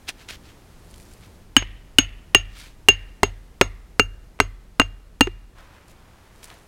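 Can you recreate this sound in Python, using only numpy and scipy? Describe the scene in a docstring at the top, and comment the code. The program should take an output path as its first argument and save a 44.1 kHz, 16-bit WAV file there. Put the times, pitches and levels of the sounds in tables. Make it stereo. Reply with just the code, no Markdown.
"""Driving a stake in a winter forest at night.

Over faint air and a low rumble, twigs snap and cloth rustles by a tarp. Then, close up, the back of
an axe drives a wooden stake in ten blows. Each cracks the wood, rings the steel head, thumps the soil
and shakes the camera stand; the trunks scatter it back. The blows overload the microphone."""
import sys
import numpy as np
from scipy import signal
from scipy.fft import rfft, irfft, next_fast_len
from scipy.io import wavfile

SR = 44100
rng = np.random.default_rng(int(sys.argv[2]) if len(sys.argv) > 2 else 0)


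def file_out(sig):
    """Save sig as 16-bit WAV at sys.argv[1]."""
    # one column per channel
    cols = np.atleast_2d(sig).T
    # limit, then scale
    lim = np.clip(cols, -1, 1)
    pcm = np.round(lim * 32767).astype(np.int16)
    wavfile.write(sys.argv[1], SR, pcm)


N = 294147
TIME = np.arange(N) / SR   # seconds since the scene began
AGE = np.arange(int(.7 * SR)) / SR   # seconds since one short sound began


def from_db(db):
    """Turn decibels into a number to multiply by."""
    return 10 ** (np.asarray(db) / 20)


def unit_level(x):
    """Scale a sound to an average (rms) level of 1."""
    return x / np.sqrt(np.mean(x ** 2) + 1e-20)


def add(track, s, sound):
    """Mix a sound in at s seconds."""
    at = int(round(s * SR))
    track[..., at:at + sound.shape[-1]] += sound[..., :N - at]


def later(x, s):
    """Delay a sound by s seconds, even by less than a sample."""
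    return np.interp(np.arange(x.size) - s * SR, np.arange(x.size), x, left=0)


def fade(t60):
    """Die away from 1, losing 60 dB in the fade time of t60 seconds."""
    return np.exp(-np.log(1000) * AGE / t60)


def wide(shared, side, width_db):
    """Make stereo: add the side sound on the left and subtract it on the right."""
    return shared + from_db(width_db) * np.outer([1, -1], side)


def noise(tone, size):
    """Noise at level 1, shaped by rows of (frequency [Hz], level [dB])."""
    hz, db = np.transpose(tone)
    bins = np.maximum(np.fft.rfftfreq(size, 1 / SR), 1)
    colour = from_db(np.interp(np.log(bins), np.log(hz), db))
    return unit_level(irfft(rfft(rng.standard_normal(size)) * colour, size))


# Tone of the air that both sides share: (frequency [Hz], level [dB])
AIR_TONE = [(88, -32), (150, -4.5), (368, -5.5), (837, -11.5), (1690, -16.5), (1980, -17), (2180, -18),
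            (2760, -20), (11300, -27), (16000, -31.5)]
# Tone of the hiss that differs between left and right: (frequency [Hz], level [dB])
AIR_SIDE_TONE = [(100, -9), (400, -7), (1500, -17.5), (4000, -21.5), (10000, -25), (16000, -28.5)]
# Tone of the rumble: (frequency [Hz], level [dB])
RUMBLE_TONE = [(8.8, -30), (15, 6), (81, 0.5), (151, -8), (188, -9.5), (269, -17), (344, -20), (400, -21.5),
               (520, -41), (880, -120)]
# How loud the background is: (time [s], air [dB], rumble [dB])
BACKGROUND_LEVELS = [(0, -53.5, -49.5), (1.35, -53.5, -46), (1.499, -57, -48), (2.999, -56.5, -50),
                     (5.398, -60, -51.5), (6.67, -55, -52)]

def background():
    """Faint air in the trees, and a low rumble that differs between left and right."""
    s, air_db, rumble_db = np.transpose(BACKGROUND_LEVELS)
    air = wide(noise(AIR_TONE, N), noise(AIR_SIDE_TONE, N), width_db=-2.5)
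    rumble = wide(noise(RUMBLE_TONE, N), noise(RUMBLE_TONE, N), width_db=-5)
    return from_db(np.interp(TIME, s, air_db)) * air + from_db(np.interp(TIME, s, rumble_db)) * rumble


# Tone of the echo off the forest floor and tarp: (frequency [Hz], level [dB])
GROUND_ECHO_TONE = [(100, -3.5), (500, -3.5), (1500, -3), (2800, -3), (4500, -3.5), (8000, -4.5),
                    (16000, -5.5)]
# Tone of the echo off the trunks: (frequency [Hz], level [dB])
TRUNK_ECHO_TONE = [(100, -10.5), (700, -12), (1300, -1.5), (1900, 2), (2800, -8), (4000, -5.5),
                   (6500, -14.5), (16000, -22)]
# Single echoes from nearby trees: (delay [s], level [dB])
TREE_ECHOES = [(.062, -53), (0.106, -57), (.146, -63), (0.204, -66.5)]

def forest_echo(sound, build_s=.0058, smear_s=.006):
    """The ground scatters back a quick echo, the trunks a longer, duller one."""
    echo = 0
    build_up = 1 - np.exp(-(AGE / build_s) ** 2)
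    for tone, db, t60 in [(GROUND_ECHO_TONE, -22, .17), (TRUNK_ECHO_TONE, -38, .76)]:
        tail = wide(noise(tone, AGE.size), noise(tone, AGE.size), width_db=-2) * fade(t60) * build_up
        echo += from_db(db) * tail / np.linalg.norm(tail)
    bark_tone = [(600, -20), (2000, 0), (4000, 0), (16000, -20)]
    for delay_s, db in TREE_ECHOES:   # rough bark smears each echo a little
        smear = noise(bark_tone, AGE.size) * np.exp(-((AGE - delay_s) / smear_s) ** 2)
        echo += from_db(db) * smear / np.linalg.norm(smear)
    return signal.fftconvolve(sound[None], echo, axes=1)[:, :N]


def swells(rows):
    """A loudness curve that rises and falls smoothly once for each row."""
    power = 0
    for middle_s, half_s, db in rows:
        bell = np.exp(-np.minimum(((TIME - middle_s) / half_s) ** 2, 20))
        power += (from_db(db) * bell) ** 2
    return np.sqrt(power)


def friction(hz, octaves, grain_db, floor_db, grain_s=.0012, top_hz=13000):
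    """Rubbing makes a grainy stereo hiss, strongest around hz."""
    size = next_fast_len(N)
    bins = np.maximum(np.fft.rfftfreq(size, 1 / SR), 1)
    hump = np.exp(-.5 * (np.log2(bins / hz) / octaves) ** 2)
    colour = (from_db(floor_db) + hump) / np.hypot(1, (bins / top_hz) ** 2)
    shared, side = irfft(rfft(rng.standard_normal((2, size))) * colour, size)[:, :N]
    jitter = np.clip(rng.standard_normal(N), -2, 2)
    grains = from_db(grain_db * np.interp(TIME / grain_s, np.arange(N), jitter))
    return unit_level(wide(shared, side, width_db=-13.5) * grains)


# Swishes of cloth: (middle [s], half length [s], level [dB])
CLOTH_SWISHES = [(0.093, 0.013, -31), (0.216, 0.035, -49.5), (0.301, 0.015, -36.5), (0.333, 0.026, -40),
                 (0.482, .05, -53), (1.241, .025, -52), (2.615, 0.081, -46.5), (6.52, .05, -57.5)]

def cloth():
    """Cloth rubs in short, soft swishes."""
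    return swells(CLOTH_SWISHES) * friction(hz=2430, octaves=.85, grain_db=3.5, floor_db=-14.5)


# How loud the boots are: (time [s], level [dB])
BOOT_LEVELS = [(5.53, -70), (5.585, -49), (5.68, -55.5), (5.74, -52), (5.84, -58.5), (6.4, -59),
               (6.51, -49), (6.67, -66)]

def boots():
    """Boots shift on the soft forest floor after the last blow."""
    loudness = from_db(np.interp(TIME, *np.transpose(BOOT_LEVELS), left=-np.inf))
    return loudness * friction(hz=910, octaves=1.12, grain_db=2.5, floor_db=-21.5)


# Crunches of dry needles: (middle [s], half length [s], level [dB])
NEEDLE_CRUNCHES = [(1.04, 0.19, -58.5), (2.63, 0.057, -55), (5.903, 0.022, -57), (6.442, 0.014, -46),
                   (6.48, .12, -60.5)]
# Tone of one breaking needle: (frequency [Hz], level [dB])
TICK_TONE = [(500, -14.5), (2500, -8.5), (6000, 0), (11000, -3), (16000, -15.5)]

def needles(ticks_per_s=40, tick_db=15.5, spread_db=4):
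    """Dry needles crunch, and single ones break at random with a tick."""
    loudness = swells(NEEDLE_CRUNCHES)
    crunch = loudness * friction(hz=6060, octaves=1.4, grain_db=3.6, floor_db=-16)
    breaks = rng.random(N) < ticks_per_s / SR
    strengths = loudness * from_db(tick_db + spread_db * rng.uniform(-1, 1, N))
    tick = noise(TICK_TONE, AGE.size) * fade(t60=.008)
    return crunch + signal.fftconvolve(breaks * strengths, tick)[:N]


# Twigs breaking: (time [s], level [dB])
TWIG_SNAPS = [(0.0906, -17.5), (0.095, -23), (0.288, -30.5), (0.308, -28.5), (0.941, -40), (1, -44),
              (1.115, -47), (6.430, -38), (6.481, -44), (6.502, -36.5)]
# Tone of one snap: (frequency [Hz], level [dB])
TWIG_TONE = [(200, -9.5), (500, -3.5), (1000, -18.5), (2600, 2.5), (4500, -11), (9000, -12), (16000, -44)]

def twigs():
    """Each twig snaps with a tiny burst of noise."""
    out = np.zeros((2, N))
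    for s, db in TWIG_SNAPS:
        burst = wide(noise(TWIG_TONE, AGE.size), noise(TWIG_TONE, AGE.size), width_db=-10)
        add(out, s, from_db(db) * burst * fade(t60=.015))
    return out


# The ways the stand wobbles on soft ground:
# (pitch [Hz], left level [dB], right level [dB], fade time [s], rise time [s], right delay [s])
STAND_WOBBLES = [(41.4, -21, -36, 0.84, 0.017, 0.0022), (45.4, -32, -37.5, 0.34, .03, 0.0027),
                 (57, -34, -43, .4, 0.034, .004), (62.84, -29, -32, 0.53, 0.064, 0.0022),
                 (83.5, -36, -32.5, 0.14, .02, 0.0022), (96, -14.5, -19.5, 0.36, 0.0043, 0.0044),
                 (112, -17, -23.5, 0.095, 0.0032, 0.0037), (135, -25, -20.5, 0.12, 0.0035, 0.0042)]

def camera_stand():
    """Each blow runs through the ground and shakes the stand; left and right move differently."""
    wobble, out = 0, np.zeros((2, N))
    for hz, left_db, right_db, t60, rise_s, delay_s in STAND_WOBBLES:
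        sway = np.sin(2 * np.pi * hz * AGE) * fade(t60) * (1 - np.exp(-AGE / rise_s))
        wobble += np.array([from_db(left_db) * sway, from_db(right_db) * later(sway, delay_s)])
    for s, *_ in AXE_BLOWS:
        add(out, s, wobble)
    return out


def ring(notes):
    """A struck object rings with several fading notes, each a little different in level every time."""
    return sum(from_db(db + .5 * rng.normal()) * np.sin(2 * np.pi * hz * AGE) * fade(t60)
               for hz, db, t60 in notes)


def grip_gain(grip, loose_db, firm_db):
    """A level that follows the ground's grip on the stake, from 0 (loose) to 1 (firm)."""
    return from_db(loose_db + grip * (firm_db - loose_db))


def thud(hz, sag=.25, sag_s=.03, rise_s=.011):
    """The stake bounces on the soil; its pitch sags as the soil gives way."""
    pitch = hz * (1 - sag * (1 - np.exp(-AGE / sag_s)))
    return 2 * np.sin(2 * np.pi * np.cumsum(pitch) / SR) * fade(t60=.03) * (1 - np.exp(-AGE / rise_s))


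# Low notes of the soil: (pitch [Hz], level [dB], fade time [s])
SOIL_NOTES = [(230, -26, 0.044), (281, -15, 0.045)]

def soil(blow, grip, thud_hz, db_per_blow=.99):
    """The soil thumps, and rings more strongly as each blow packs it down."""
    bounce = grip_gain(grip, loose_db=1.5, firm_db=-1) * thud(thud_hz)
    return bounce + from_db(-2.5 + db_per_blow * blow) * ring(SOIL_NOTES)


# The axe head's lowest note and its faint lingering ping: (pitch [Hz], level [dB], fade time [s])
STEEL_LOW_NOTES = [(2791, -2.5, 0.077), (2812, -41, 0.4425)]
# Its higher notes: (pitch [Hz], level [dB], fade time [s])
STEEL_HIGH_NOTES = [(6533, 0.5, .1), (7630, -12, 0.046), (3770, -21.5, 0.055)]

def axe_head(steel_db, grip, contact_s=.0026):
    """The steel head bends and rings freely once it has bounced off the stake."""
    low = from_db(steel_db) * ring(STEEL_LOW_NOTES)
    high = grip_gain(grip, loose_db=-11, firm_db=-22) * ring(STEEL_HIGH_NOTES)
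    return (low + high) * (1 - np.exp(-AGE / contact_s))


# Tone of cracking wood and grit: (frequency [Hz], level [dB])
CRACK_TONE = [(100, -10), (400, 0), (1300, 0), (2500, 1), (4000, -14), (8000, -17), (16000, -32.5)]

def crack(burst_db=1.5, burst_t60=.018, grit_db=-28.5):
    """Wood fibres crush in a short burst with no clear pitch, and grit scrapes the sinking stake."""
    hz, db = np.transpose(CRACK_TONE)
    bins = np.fft.rfftfreq(AGE.size, 1 / SR) + 1
    colour = from_db(np.interp(np.log(bins), np.log(hz), db))
    fibres = rfft(rng.standard_normal(AGE.size) * fade(burst_t60))
    timing = fibres / np.abs(fibres)   # still random, but equally strong at every frequency
    burst = irfft(colour * timing, AGE.size) * fade(10 * burst_t60)
    burst *= np.linalg.norm(fade(burst_t60)) / np.linalg.norm(burst)
    grit = noise(CRACK_TONE, AGE.size) * fade(t60=.05)
    return from_db(burst_db) * burst + from_db(grit_db) * grit


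def shaft_click(band_hz=(1500, 3300)):
    """The smooth click that the stake's shaft throws sideways into the trees."""
    band = signal.butter(2, band_hz, "band", fs=SR, output="sos")
    return from_db(20.5) * signal.sosfilt(band, (AGE == 0) + 1e-18)


# Notes in the stake's knock: (pitch [Hz], level [dB], fade time [s])
WOOD_NOTES = [(498, -10, 0.021), (714, -15.5, 0.019), (1290, -14.5, 0.028), (1442, -10.5, 0.016),
              (2033, -8, 0.016), (4155, -19, 0.021), (8064, -15, .01)]

def stake(blow, grip, firm_for_s):
    """The loose stake cracks high and loud; in firm ground it gives a duller knock."""
    loose_hz = 2959 - 47.6 * blow
    firm_hz = 1400 - 760 * np.exp(-firm_for_s / .5)   # climbs as the part above ground shortens
    shaft = (1 - grip) * ring([(loose_hz, 14.5, .014)]) + grip * ring([(firm_hz, 5.5, .0052)])
    crush = grip_gain(grip, loose_db=3, firm_db=-2.14) * crack()
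    knock = grip_gain(grip, loose_db=-7.5, firm_db=3.5) * ring(WOOD_NOTES)
    return crush + knock + shaft


# Blows of the axe: (time [s], force [dB], steel ring [dB], thud pitch [Hz])
AXE_BLOWS = [(1.5656, -1, -17.5, 278.4), (1.985, 0.5, -22.5, 289), (2.3475, -1.5, 1.5, 427),
             (2.8858, -0.5, 6.5, 432), (3.2321, -1, -14.5, 427.4), (3.6121, 2, -18.5, 415),
             (3.9960, -0.5, -0.5, 451), (4.4011, -1, -15.5, 457.5), (4.7975, -1.5, 0, 280.4),
             (5.2088, 2, -2, 280)]
# Light extra touches of the axe: (time [s], crack [dB], thud [dB])
AXE_TOUCHES = [(1.624, -24.5, -32), (3.6154, -8.5, -26), (4.3898, -37, -35.5), (4.816, -13.5, -29.5),
               (5.2714, -23, -7.5)]

def hammering(firm_at_s=3.03, firming_s=.13):
    """The axe drives the stake into firm ground. Returns the close sound and the sideways clicks."""
    near, sideways = np.zeros((2, N))
    for blow, (s, force_db, steel_db, thud_hz) in enumerate(AXE_BLOWS):
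        grip = .5 + .5 * np.tanh((s - firm_at_s) / firming_s)
        wood = stake(blow, grip, firm_for_s=max(s - firm_at_s, 0))
        hit = wood + axe_head(steel_db, grip) + soil(blow, grip, thud_hz)
        click = grip_gain(grip, loose_db=6, firm_db=2.5) * shaft_click()
        add(near, s, from_db(force_db) * hit)
        add(sideways, s, from_db(force_db) * click)
    soften = signal.butter(1, 3000, fs=SR, output="sos")   # dulls the treble above 3000 Hz
    for s, crack_db, thud_db in AXE_TOUCHES:
        soft_crack = signal.sosfilt(soften, crack())
        add(near, s, from_db(crack_db) * soft_crack + from_db(thud_db) * thud(hz=400))
    return near, sideways


def scene():
    """Mix everything; the blows reach the left side slightly louder and a hair later."""
    blows, sideways = hammering()
    rustles = cloth() + needles() + boots() + twigs()
    direct = np.array([from_db(1.2) * later(blows, 1e-5), from_db(-.4) * later(blows, 1e-6)])
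    echo = forest_echo(blows + sideways + rustles[0])
    return direct + rustles + echo + camera_stand() + background()


def record(dry, treble_hz=17000, cutoff_hz=16000):
    """The blows overload the microphone and clip flat; the treble droops and the very top is cut."""
    clipped = np.clip(dry, -.97, .97)
    dulled = signal.sosfilt(signal.butter(1, treble_hz, fs=SR, output="sos"), clipped)
    return signal.sosfilt(signal.ellip(12, .1, 100, cutoff_hz, fs=SR, output="sos"), dulled)


dry = scene()
out = record(dry)
file_out(out)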